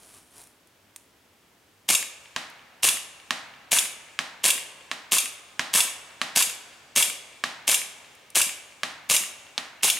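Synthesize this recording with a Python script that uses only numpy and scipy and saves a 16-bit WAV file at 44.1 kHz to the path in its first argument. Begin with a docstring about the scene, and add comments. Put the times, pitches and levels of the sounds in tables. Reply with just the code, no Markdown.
"""Airsoft pistol at the edge of a wood

A quiet meadow, with a stereo microphone just behind the shooter. Sleeves brush and small parts click,
then a gas blowback pistol fires twelve times: hammer fall, muzzle crack, puffs and a rush of gas, a
slide that clacks back and slams shut. Nine pellets smack a plate 23.5 m away, each heard about half
a second after its shot. Trunks and leaves throw the shots and hits back."""
import sys
import numpy as np
from scipy import signal
from scipy.fft import rfft, irfft, next_fast_len
from scipy.io import wavfile
from scipy.ndimage import uniform_filter1d

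SR = 44100
rng = np.random.default_rng(int(sys.argv[2]) if len(sys.argv) > 2 else 0)


def to_wav(sig):
    """Store sig (one row per channel, or 1-D mono) as 16-bit WAV at the path in sys.argv[1].

    Samples outside -1..1 are clipped; the rate is SR.
    """
    pcm = np.clip(np.atleast_2d(sig), -1, 1) * 32767
    pcm = np.round(pcm).astype(np.int16)
    wavfile.write(sys.argv[1], SR, pcm.T)  # frames by channels


N = 440559
T = np.arange(int(.3 * SR)) / SR  # time axis of one short event, s
TARGET_M, FAR_TREES_M, SOUND_M_S = 23.5, 63, 343  # these set the echo delays
LEAD_S = .012  # head start of the action on the crack


def amp(db):
    """Decibels to gain."""
    return 10 ** (np.asarray(db) / 20)


def tint(x, points):
    """Filter by (Hz, dB) points joined on a log-frequency axis."""
    hz, db = np.transpose(points)
    size = next_fast_len(len(x), True)
    f = np.maximum(np.fft.rfftfreq(size, 1 / SR), 1)
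    gain = amp(np.interp(np.log(f), np.log(hz), db))
    return irfft(rfft(x, size) * gain, size)[:len(x)]


def hiss(points, size=len(T)):
    """Coloured noise of rms 1."""
    x = tint(rng.standard_normal(size), points)
    return x / x.std()


def flicker(span, size=N):
    """Random wavering of rms about 1, smoothed over span samples."""
    return uniform_filter1d(rng.standard_normal(size), size=span) * np.sqrt(span)


def fade(t60, t=T):
    """Decay by 60 dB in t60 seconds."""
    return amp(-60 * t / t60)


def add(track, s, x):
    """Mix x into the track from time s on."""
    start = int(round(s * SR))
    part = x[:max(len(track) - start, 0)]
    track[start:start + len(part)] += part


def ring(modes, detune, scatter_db):
    """Struck modes; each blow lands elsewhere and so excites them differently."""
    out = 0
    for (hz, db, t60), (weight, shift, polarity) in zip(modes, rng.standard_normal((len(modes), 3))):
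        tone = np.sin(2 * np.pi * hz * (1 + detune * shift) * T)
        out = out + np.sign(polarity) * amp(db + scatter_db * weight) * fade(t60) * tone
    return out


def stereo(mid, side):
    """Left and right from mid and side; the close capsules part mainly the middle frequencies."""
    # stereo width: frequency_hz, side_gain_db
    width = [(60, -20), (250, -10.5), (700, -7.5), (4000, -5.5), (8000, -7.5), (11000, -16.5), (16000, -46)]
    side = tint(side, width)
    return np.array([mid + side, mid - side])


def pan(x, db):
    """Place a sound, left minus right in dB."""
    return x * amp(np.array([[db], [-db]]) / 2)


def air():
    """Faint steady wash of leaves and distance."""
    # spectrum of the meadow: frequency_hz, density_db
    wash = [(15, -31), (25, -18.5), (97, -1.5), (127, -6.5), (260, -4), (1300, -11), (3300, -13.5),
            (3800, -16.5), (11900, -22), (16000, -24.5)]
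    return amp(-61) * stereo(hiss(wash, N), hiss(wash, N))


def sleeves():
    """Cloth rubs close to the microphone as the arms come up."""
    # brushes of the sleeves: peak_s, level_db, swell_s (time to rise or fall by 8.7 dB)
    brushes = [(.035, -53, 0.12), (.152, -50, 0.06), (.395, -49, 0.06)]
    # spectrum of cloth: frequency_hz, density_db
    cloth = [(60, -3), (300, -3), (900, -2), (2000, -7), (4500, -7), (7500, -5.5), (9700, 1), (12000, -8),
             (16000, -22)]
    t = np.arange(N) / SR
    power = sum((amp(db) * np.exp(-abs(t - s) / swell_s)) ** 2 for s, db, swell_s in brushes)
    grip = amp(2.1 * flicker(span=100))
    return hiss(cloth, N) * grip * np.sqrt(power)


def handling():
    """Safety, trigger and gear click under the fingers, a lone bright tick follows the first hit, and the wood
    answers faintly."""
    # small clicks: start_s, level_db
    clicks = [(.381, -42), (0.4164, -41.5), (.438, -43), (.472, -48), (.6725, -50.5), (0.9614, -30.5),
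              (2.5, -45), (8.151, -47), (8.3024, -38)]
    # spectrum of a click: frequency_hz, density_db
    click_colour = [(300, -22), (1500, -9.5), (5000, -5.5), (9500, 4), (16000, -10.5)]
    out = np.zeros(N)
    for s, db in clicks:
        add(out, s, amp(db) * hiss(click_colour) * fade(0.017))
    return out + wood(out, near_db=-8.5, far_db=-12, build_s=0.0018)


def wood(x, near_db, far_db, build_s):
    """What the trees send back: dense scatter from near leaves, a long dull roll from far trunks."""
    # scatter by band: band_hz, near_level_db, near_t60_s, far_level_db, far_t60_s
    bands = [(100, -16, 0.61, -10, 5.8), (186, -4, .42, -17.5, 2.9), (484, -1.5, 0.78, -9.5, 9.4),
             (930, 1, 0.5, -7.5, 2.54), (2700, -4.5, 0.58, -19, 3.4), (4810, -4.5, 0.47, -22.5, 2.8),
             (6900, -2.5, .41, -21.5, 1.7), (10200, -1, 0.35, -23, 1.03), (14800, -5.5, 0.31, -39.5, .8)]
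    t = np.arange(2 * SR) / SR
    log_hz = np.log(np.maximum(np.fft.rfftfreq(len(t), 1 / SR), 1))
    log_centres = np.log(np.array(bands)[:, 0])
    white = rfft(rng.standard_normal((2, len(t))))
    response = 0
    for one_band, (_, near, near_t60, far, far_t60) in zip(np.eye(len(bands)), bands):
        band = irfft(white * np.interp(log_hz, log_centres, one_band))
        early = fade(near_t60, t) * (1 - np.exp(-t / build_s))
        early *= amp(near + near_db) / np.linalg.norm(early)
        late = fade(far_t60, t) * (1 - np.exp(-t / 0.037))
        late *= amp(far + far_db) / np.linalg.norm(late)
        response = response + band * np.hypot(early, late)
    return signal.fftconvolve(x[None], stereo(*response), axes=1)[:, :N]


def knock(chatter, t60, ring_db):
    """Metal on metal: a burst of chatter and the ring of the slide."""
    # modes of slide and frame: pitch_hz, level_db, t60_s
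    slide_modes = [(2314, -2.5, 0.079), (2667, -0.5, 0.042), (2730, -6, 0.032), (3415, 0.5, 0.03),
                   (3790, -2.5, 0.082), (6610, -1, .1), (7170, -2, .064), (7600, 3, 0.08), (9580, 3, 0.11),
                   (10600, -8, .04), (14100, -7, .04)]
    burst = hiss(chatter) * fade(t60)
    return burst + amp(ring_db) * ring(slide_modes, detune=0.0086, scatter_db=4.0)


def action():
    """Sear, hammer, valve and slide knock in turn; starts LEAD_S before the crack."""
    # knocks inside the pistol: after_crack_s, level_db, t60_s
    knocks = [(-.0078, -36, .03), (-.0044, -26.5, 0.043), (.0002, -16.5, 0.02), (.004, -17.5, 0.016),
              (0.0109, -15, .035), (.018, -14, 0.016), (.0405, -25, 0.049)]
    # spectrum of their chatter: frequency_hz, density_db
    steel = [(50, -42), (150, -34.5), (600, -12.5), (1500, -8.5), (2700, -2), (4400, -3.5), (7000, -0.5),
             (9500, -5), (12000, -3.5), (13200, -13), (16000, -14.5)]
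    out = np.zeros(len(T))
    for delay, db, t60 in knocks:
        add(out, LEAD_S + delay, amp(db) * knock(steel, t60, ring_db=-19.5))
    return out


def muzzle_crack():
    """A bright burst from the barrel, a few milliseconds long."""
    # spectrum of the crack: frequency_hz, density_db
    crack_colour = [(80, -27), (700, -14.5), (1050, -8.5), (1400, -33), (1950, -21.5), (2600, 0),
                    (3600, -2), (4600, -3), (6000, -9), (8000, 0), (12000, -10), (16000, -22)]
    burst = hiss(crack_colour) * fade(0.0073)
    return amp(5) * burst / np.linalg.norm(burst)


def gas(cycle_s):
    """Gas rushes from the open action, weakening, and is pinched off as the slide closes."""
    # spectrum of the rush: frequency_hz, density_db
    rush = [(40, -47), (150, -36), (500, -13), (1400, -15), (2600, 1.5), (4600, -5.5), (6500, -2),
            (9600, 2.5), (12000, -5), (13200, -11.5), (16000, -25)]
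    shut_s = cycle_s - .0026  # just before the slide hits the frame
    opening = np.clip(T / .004, 0, 1) * np.clip((shut_s - T) / .006, 0, 1)
    flutter = amp(3.2 * flicker(span=64, size=len(T)))
    sag = amp(-1.5 * T / shut_s)
    return hiss(rush) * opening * flutter * sag


def puff(hz, t60):
    """A short puff of air in one band."""
    band = hiss([(hz / 5, -45), (hz / 1.15, 0), (hz * 1.27, 0), (hz * 4, -36)])
    return band * fade(t60) * np.clip(T * hz / 2, 0, 1)


def off_body(x):
    """The sound plus its dull reflection from the shooter's arms and chest."""
    dulled = tint(x, [(300, -6), (1500, 0), (3000, -4), (6000, -19)])
    out = x.copy()
    add(out, 0.001781, amp(-10) * dulled)
    return out


def slam():
    """The slide hits the frame, rebounds once, and both ring on."""
    # modes of the short clack and the thin ring of the spring: pitch_hz, level_db, t60_s
    clack_modes = [(2399, -7, 0.036), (2763, 1.5, 0.029), (3393, -8.5, 0.062), (6340, -25.5, 0.39),
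                   (7450, -15, 0.051), (7580, -29.5, 0.53), (8650, -12, .062)]
    # spectrum of the closing slide: frequency_hz, density_db
    chatter = [(100, -34), (700, -43), (1900, -22), (2700, -7), (3400, 8.5), (4100, -3), (5300, 3),
               (9500, 0), (12000, 0.5), (16000, -15)]
    out = amp(-16) * ring(clack_modes, detune=.004, scatter_db=1.5) * np.clip(T / .002, 0, 1)
    add(out, 0, amp(-13.0) * knock(chatter, 0.029, ring_db=-15.5))
    add(out, .0042, amp(-16.5) * knock(chatter, 0.015, ring_db=-18.5))  # rebound
    return out


def round_trip(metres):
    """Seconds that sound takes there and back."""
    return 2 * metres / SOUND_M_S


def shot_echoes():
    """A thud returns from the edge of the wood, then ticks from the target and the far trees."""
    out = np.zeros(SR)
    add(out, .106, amp(-46.5) * puff(hz=222, t60=.12))
    off_target = amp(-25) * puff(hz=2250, t60=0.021) + amp(-27) * puff(hz=8000, t60=.011)
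    add(out, round_trip(TARGET_M), off_target)
    add(out, round_trip(FAR_TREES_M), amp(-41) * puff(hz=2430, t60=0.017))
    return out


def pistol():
    """Twelve blowback cycles close to the microphone, with their echoes and the wood's answer."""
    # shots: crack_s, cycle_s (time until the slide slams shut)
    shots = [(1.8896, 0.06), (2.8325, 0.055), (3.718, 0.068), (4.4411, 0.062), (5.1202, .0633),
             (5.7386, 0.066), (6.3606, 0.063), (6.9613, 0.064), (7.6783, .0647), (8.3554, 0.06),
             (9.0989, 0.065), (9.833, 0.067)]
    # dull puffs as the barrel empties and the breech vents: after_crack_s, level_db, centre_hz, t60_s
    vents = [(.001, -30.5, 192, 0.082), (.0095, -30.5, 255, 0.042), (.0099, -18, 654, 0.02),
             (.017, -27, 1400, .023), (.04, -35.5, 250, .05), (.047, -24, 1150, .04)]
    gun, slams, puffs, echoes = np.zeros((4, N))
    crack = muzzle_crack()  # the same barrel gives the same crack every time
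    usual_knocks = action()  # the knocks are partly alike from shot to shot
    for s, cycle_s in shots:
        add(gun, s, crack)
        add(gun, s - LEAD_S, amp(-0.4) * (.5 * usual_knocks + 0.85 * action()))
        add(gun, s, amp(-22) * gas(cycle_s))
        add(slams, s + cycle_s, amp(-.5) * slam())
        add(echoes, s, shot_echoes())
        for delay, db, hz, t60 in vents:
            add(puffs, s + delay, amp(db) * puff(hz, t60))
    gun = off_body(gun)
    # gas and chatter leave on all sides, so the two capsules hear them a little apart
    near = gun + slams
    close = stereo(near, amp(-12.0) * near * flicker(span=60))
    outward = gun + amp(-3.5) * slams  # the slide faces backwards: less slam reaches the trees
    trees = wood(outward, near_db=-6.5, far_db=-5, build_s=0.0079)
    for _ in range(2):  # two more stands of trees, whose swaying leaves blur the ring
        trees += wood(outward * flicker(span=200), near_db=-5.0, far_db=-5.5, build_s=0.012)
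    return pan(close + off_body(puffs) + echoes + trees, db=.5)


def target():
    """Across the meadow each pellet dents the plate, which rings and buzzes; the wood answers."""
    # pellet hits: start_s, level_db, dent_pitch_hz, ring_db
    pellets = [(2.3627, -7, 2530, -2), (3.3074, -4.5, 1870, -3), (4.1901, -6, 2620, -3.5),
               (4.9144, -9.5, 2450, -2), (5.5944, -4, 2020, -5), (6.2156, -4.5, 2295, -5.5),
               (7.4389, -5, 1840, -1), (8.8334, -5.5, 2050, -4.5), (9.579, -4.5, 3570, -33)]
    # modes of the plate: pitch_hz, level_db, t60_s
    plate_modes = [(176, -18, 0.095), (260, -11.5, 0.028), (637, -10.5, 0.04), (1072, 3, 0.023),
                   (1370, -6.5, 0.017), (1730, 3.5, 0.021), (2090, -4, 0.014), (3220, -2.5, 0.0059),
                   (3700, -38, 0.013)]
    # spectrum of a hit: frequency_hz, density_db
    smack = [(60, -19), (170, 2), (280, -1.5), (420, -13.5), (650, -2), (1050, -2.5), (1900, 3),
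             (4000, 0.5), (7000, -9), (10000, -16), (15000, -27.5)]
    direct, blows, far_echo = np.zeros((3, N))
    behind_s = round_trip(FAR_TREES_M - TARGET_M)  # to the trees behind the target and back
    for s, db, hz, ring_db in pellets:
        dent = np.cos(2 * np.pi * hz * T) * fade(0.0024) * (1 - np.exp(-T / .00005))
        plate = amp(ring_db - 11.5) * ring(plate_modes, detune=0.046, scatter_db=0.0)
        buzz = amp(-17) * hiss(smack) * fade(0.039)
        add(direct, s, amp(db) * (amp(2.5) * dent + plate + buzz))
        add(blows, s, amp([db + 0.12 * ring_db]))  # one impulse a hit
        add(far_echo, s + behind_s, amp(db - 39) * puff(hz=2100, t60=0.04))
    direct = tint(direct, [(50, -6), (200, -6.5), (1000, -3), (10000, 4.0), (15000, -7)])
    # the trees hear the plate from all sides, which evens out its modes
    spread = amp(14.5) * tint(blows, smack)
    return pan(direct + far_echo, db=-2.0) + wood(spread, near_db=-0.5, far_db=2.5, build_s=0.0057)


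def scene():
    """Everything at the microphone, just behind the shooter."""
    return pistol() + target() + sleeves() + handling() + air()


def record(dry):
    """The microphone chain sheds deep bass, rounds the highest peaks and cuts the top."""
    low_cut_hz, top_hz, ceiling = 40, 15800, .85
    trimmed = signal.sosfilt(signal.butter(1, low_cut_hz, "high", fs=SR, output="sos"), dry)
    rounded = ceiling * np.tanh(trimmed / ceiling)
    return signal.sosfilt(signal.ellip(10, .2, 70, top_hz, fs=SR, output="sos"), rounded)


dry = scene()
out = record(dry)
to_wav(out)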